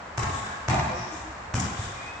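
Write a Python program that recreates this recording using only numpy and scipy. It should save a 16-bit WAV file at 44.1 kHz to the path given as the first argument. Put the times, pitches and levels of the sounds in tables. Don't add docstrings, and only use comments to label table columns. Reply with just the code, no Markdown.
import sys
import numpy as np
from scipy import signal
from scipy.fft import rfft, irfft
from scipy.io import wavfile
from scipy.ndimage import uniform_filter1d

SR = 44100
rng = np.random.default_rng(int(sys.argv[2]) if len(sys.argv) > 2 else 0)


def bounce(signal):
    frames = np.transpose(np.atleast_2d(signal))
    limited = np.clip(frames, -1, 1)
    pcm = np.round(limited * 32767).astype(np.int16)
    wavfile.write(sys.argv[1], SR, pcm)


N = 97020
T = np.arange(N) / SR
HZ = np.fft.rfftfreq(N, 1 / SR)

# start_s, slap_db, thump_db, boom_db, thud_db, clang_db, rattle_db, fizz_db
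KNOCK_EVENTS = [(.178, -17, -19, -35, -39.5, -40.5, -30, -43),
                (0.6825, -14.5, -16.5, -27, -36.5, -30, -27, -42),
                (1.5395, -18.5, -16, -28.5, -34, -45, -33, -35)]
# start_s, decay_s (to 1/e), fizz_db, rattle_db
CLACK_EVENTS = [(0.1754, 0.0024, -26, -39.5), (0.192, 0.004, -27, -43), (.2288, 0.0064, -36.5, -30.5),
                (.696, 0.024, -36.5, -30), (0.741, 0.0067, -34.5, -29.5), (0.795, 0.0063, -50, -30.5),
                (1.552, 0.0071, -27, -39), (1.596, 0.0076, -26, -36), (1.62, 0.046, -40, -36.5),
                (1.732, 0.013, -49, -40)]
# start_s, pitch_hz, level_db
LOW_PULSE_EVENTS = [(0.233, 79, -25), (0.266, 92, -25), (0.784, 121, -21.5), (1.29, 77.6, -40),
                    (1.789, 102, -25), (1.863, 80, -30.5)]
# start_s, length_s, pitch_hz, level_db
GROAN_EVENTS = [(.87, 0.14, 511, -36.5), (1.096, 0.079, 316, -38), (1.214, 0.13, 316, -41.5)]
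# start_s, length_s, level_db, peak_hz, peak_height_db
SCUFF_EVENTS = [(0.274, 0.2, -41, 7360, 11), (0.419, 0.12, -38.5, 1540, 17.5), (0.907, 0.26, -45, 5530, 20),
                (1.082, 0.18, -48, 7100, 13.5), (1.743, 0.19, -40, 7200, 5.5),
                (1.877, 0.41, -45.5, 2140, 11.5)]
# time_s, pitch_hz, level_db
WHISTLE_GLIDE = [(1.942, 2390, -60), (2.071, 2475, -44), (2.102, 2530, -43), (2.13, 2530, -48),
                 (2.2, 2560, -51)]
# pitch_hz, t60_s, first_spot_db, second_spot_db, third_spot_db
TRUSS_MODES = [(121.8, 0.96, -30, -23.5, -38.5), (222.6, 1.2, -43.5, -35.5, -41.5),
               (358, 1.48, -54, -33, -43.5), (713, 0.93, -38, -28.5, -35), (768.4, 0.47, -42, -24.5, -30),
               (872, 1.05, -34.5, -24, -57), (1035, 1.1, -51, -47, -33), (1097.6, 1.62, -29, -41.5, -40.5),
               (1201, 1.9, -43, -33, -47), (1620, 2.5, -40.5, -40, -48.5), (1810, 2.2, -39, -59, -49)]
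# delay_s (before a random shift), level_db (relative to the direct crack)
SLAP_ECHOES = [(.0033, 6.5), (0.057, -15)]

# frequency_hz, density_db
SLAP_SPECTRUM = [(60, 0.5), (1200, 8.5), (2500, 1.5), (4300, -11), (6000, 0.5), (7500, -9.5), (11000, -42),
                 (15000, -33.5)]
BOOM_SPECTRUM = [(20, -37.5), (45, -22), (72, 3), (125, -0.5), (155, -8), (215, -13), (400, -23),
                 (900, -79.5)]
THUD_SPECTRUM = [(90, -32), (160, -4), (205, 6.5), (330, -12), (800, -80.5)]
CLANG_SPECTRUM = [(330, -11), (480, -26.5), (650, 8), (900, 3.5), (1020, -13.5), (5000, -67)]
RATTLE_SPECTRUM = [(60, -18), (200, -4.5), (550, -12.5), (1100, -1.5), (1450, -7), (1900, -7.5),
                   (2800, -12.5), (4200, -20), (7500, -22.5), (10000, -99)]
FIZZ_SPECTRUM = [(1000, -31), (3500, -7.5), (4300, -1.5), (5600, 9), (7400, 10), (8500, 2.5),
                 (11000, -28.5), (14200, -10), (16000, -42)]
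SCUFF_SPECTRUM = [(500, -30), (1700, 8.5), (2900, -7), (3550, 8.5), (4200, -4.5), (5600, -0.5),
                  (8500, -6.5), (13000, -46.5)]
AIR_SPECTRUM = [(20, -26.5), (65, 0), (150, -9), (400, -11), (750, -4), (1200, -4.5), (2000, -12),
                (3500, -25), (7800, -29.5), (10500, -61)]
# frequency_hz, correlation (0 to 1)
EAR_LIKENESS = [(140, 0.98), (280, 0.86), (550, 0.51), (1200, 0.013)]
# frequency_hz, left_minus_right_db
LEFT_LEAN = [(4000, 0.34), (6500, 12), (9500, 1.5)]

THUMP_HZ, THUMP_T60_S, THUMP_LAG_S, THUMP_RISE_S = 114.8, 0.16, 0.0011, 0.0035
ROOF_LAG_S, CLANG_LAG_S = 0.0063, 0.042
LOW_PULSE_RISE_S = 0.0087
SCUFF_PEAK_OCTAVES = 0.2
AIR_DB = -39.5
EDGE_HZ = 15900


def knocks():
    out = np.zeros((2, N))
    for spot, (start, slap_db, thump_db, boom_db, thud_db, clang_db, rattle_db, fizz_db) in enumerate(KNOCK_EVENTS):
        blow = amp(slap_db) * slap() + amp(thump_db) * thump() + ring(spot)
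        boom = wash(BOOM_SPECTRUM, rise_s=0.0034, t60=0.96, first=0.35, hold_s=0.039)
        thud = wash(THUD_SPECTRUM, rise_s=0.081, t60=1.0, first=0.13, hold_s=0.032)
        clang = wash(CLANG_SPECTRUM, rise_s=0.0099, t60=1.0, first=0.17, hold_s=0.11, lag_s=CLANG_LAG_S)
        rattle = wash(RATTLE_SPECTRUM, rise_s=0.0083, t60=1.91, first=0.39)
        rattle *= grit(depth_db=1.5, grain_s=0.0078)
        fizz = wash(FIZZ_SPECTRUM, rise_s=0.054, t60=1.0, first=0.6)
        low_roof = amp(boom_db) * boom + amp(thud_db) * thud
        high_roof = amp(clang_db) * clang + amp(rattle_db) * rattle + amp(fizz_db) * fizz
        add(out, start, blow + low_roof + high_roof)
    return out


def slap(size=1024):
    log_gain = np.log(amp(read(SLAP_SPECTRUM)))
    mirrored = np.r_[log_gain, log_gain[-2:0:-1]]
    response = np.exp(np.conj(signal.hilbert(mirrored)))
    crack = np.fft.ifft(response).real[:size]
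    crack = -crack / abs(crack).max()
    out = np.zeros((2, N))
    out[:, :size] = crack
    for delay, db in SLAP_ECHOES:
        for ear in out:
            shift = rng.uniform(-0.00026, 0.00032)
            at = round(abs(delay + shift) * SR)
            ear[at:at + size] += amp(db) * crack
    return out


def thump():
    t = np.maximum(T - THUMP_LAG_S, 0)
    rise = 1 - np.exp(-t / THUMP_RISE_S)
    return np.sin(2 * np.pi * THUMP_HZ * t) * rise * fade(THUMP_T60_S)


def ring(spot, rise_s=0.047, smear=0.94, smear_hz=20):
    out = np.zeros((2, N))
    echoes = rfft(diffuse(RATTLE_SPECTRUM))
    same = np.clip(read(EAR_LIKENESS), 0, 1)
    for hz, t60, *levels in TRUSS_MODES:
        band = echoes / (1 + ((HZ - hz) / smear_hz) ** 2) ** 2
        band *= smear / np.linalg.norm(band[0])
        at = np.searchsorted(HZ, hz)
        phase_turns = rng.random() + (1 - same[at]) * rng.random(2)
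        band[:, at] += np.exp(2j * np.pi * phase_turns) / np.sqrt(2)
        tone = evened(irfft(band, N))
        out += tone * (amp(levels[spot]) / np.sqrt(2) * fade(t60))
    return out * np.tanh((T / rise_s) ** 2)


def wash(spectrum, rise_s, t60, first, hold_s=0, lag_s=ROOF_LAG_S, ripple_db=3.0, order=170):
    growth = np.tanh((np.maximum(T - lag_s, 0) / rise_s) ** 2)
    spread = first + (1 - first) * growth
    smooth = uniform_filter1d(rng.standard_normal(len(HZ)), order)
    ripple = evened(uniform_filter1d(smooth, order))
    decay = np.minimum(1, fade(t60, T - hold_s))
    return diffuse(spectrum, ripple_db * ripple) * spread * decay


def clacks(tick_db=5, room_db=-20, room_t60=1.0, rise_s=0.0016):
    out = np.zeros((2, N))
    for start, decay, fizz_db, rattle_db in CLACK_EVENTS:
        tail = np.exp(-T / decay) + amp(room_db) * fade(room_t60)
        shape = tail * (1 - np.exp(-T / rise_s))
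        noise = amp(fizz_db) * diffuse(FIZZ_SPECTRUM) + amp(rattle_db) * diffuse(RATTLE_SPECTRUM)
        chatter = noise * grit(depth_db=3.5, grain_s=0.0028)
        tick = amp(rattle_db + tick_db) * slap()
        add(out, start, shape * chatter + tick)
    return out


def low_pulses(boom_db=-14, boom_t60=1.0):
    out = np.zeros((2, N))
    u = T / LOW_PULSE_RISE_S
    envelope = u ** 2 * np.exp(2 * (1 - u))
    for start, hz, db in LOW_PULSE_EVENTS:
        pulse = np.cos(2 * np.pi * hz * T) * envelope
        boom = wash(BOOM_SPECTRUM, rise_s=0.027, t60=boom_t60, first=0)
        add(out, start, amp(db) * (pulse + amp(boom_db) * boom))
    return out


def groans():
    out = np.zeros((2, N))
    for start, length, hz, db in GROAN_EVENTS:
        swell = np.sin(np.pi * np.minimum(T / length, 1)) ** 2
        add(out, start, amp(db) * swell * np.sin(2 * np.pi * hz * T))
    return out


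def scuffs(tail_t60=1.0):
    out = np.zeros((2, N))
    for start, length, db, hz, peak_db in SCUFF_EVENTS:
        swell = np.sin(np.pi * T / length)
        tail = fade(tail_t60, T - length / 2)
        stroke = np.where(T < length / 2, swell, tail)
        octaves = np.log2((HZ + 1) / hz)
        peak = peak_db / (1 + (octaves / SCUFF_PEAK_OCTAVES) ** 4)
        grain = grit(depth_db=1.0, grain_s=0.0076)
        add(out, start, amp(db) * grain * stroke * diffuse(SCUFF_SPECTRUM, peak))
    return out


def grit(depth_db, grain_s):
    size = max(1, round(grain_s * SR))
    wander = evened(uniform_filter1d(rng.standard_normal(N), size))
    return evened(amp(depth_db * wander))


def whistle(waver=0.00598, size=300):
    time_s, hz, db = np.transpose(WHISTLE_GLIDE)
    drift = evened(uniform_filter1d(rng.standard_normal((2, N)), size))
    pitch = np.interp(T, time_s, hz) * (1 + waver * drift)
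    turns = np.cumsum(pitch, axis=1) / SR
    level = np.sqrt(2) * np.interp(T, time_s, amp(db), left=0)
    return level * np.sin(2 * np.pi * turns) * grit(depth_db=1.5, grain_s=0.011)


def background():
    return amp(AIR_DB) * diffuse(AIR_SPECTRUM)


def diffuse(spectrum, extra_db=0):
    a, b = rng.standard_normal((2, len(HZ))) + 1j * rng.standard_normal((2, len(HZ)))
    same = np.clip(read(EAR_LIKENESS), -1, 1)
    ears = np.array([a, same * a + np.sqrt(1 - same ** 2) * b])
    return evened(irfft(ears * amp(read(spectrum) + extra_db), N))


def fade(t60, t=T):
    return np.exp(-np.log(1000) * t / t60)


def amp(db):
    return 10 ** (np.asarray(db) / 20)


def evened(x):
    return x / np.sqrt(np.mean(x ** 2) + 1e-20)


def read(points):
    f, value = np.transpose(points)
    return np.interp(np.log(HZ + 1), np.log(f), value)


def add(mix, start_s, sound):
    part = mix[:, round(start_s * SR):]
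    part += sound[..., :part.shape[1]]


def scene():
    mix = knocks() + clacks() + low_pulses() + groans() + scuffs() + whistle() + background()
    lean = amp(np.array([read(LEFT_LEAN), -read(LEFT_LEAN)]) / 2)
    lean /= np.sqrt((lean ** 2).mean(0))
    return irfft(rfft(mix) * lean, N)


def record(dry, treble_hz=8800, leak_db=-11):
    dull = signal.oaconvolve(dry, signal.firwin(41, treble_hz, fs=SR)[None], "same")
    heard = dull + amp(leak_db) * (dry - dull)
    band_limit = signal.firwin(511, EDGE_HZ, window=("kaiser", 9), fs=SR)
    return signal.oaconvolve(heard, band_limit[None], "same")


dry = scene()
out = record(dry)
bounce(out)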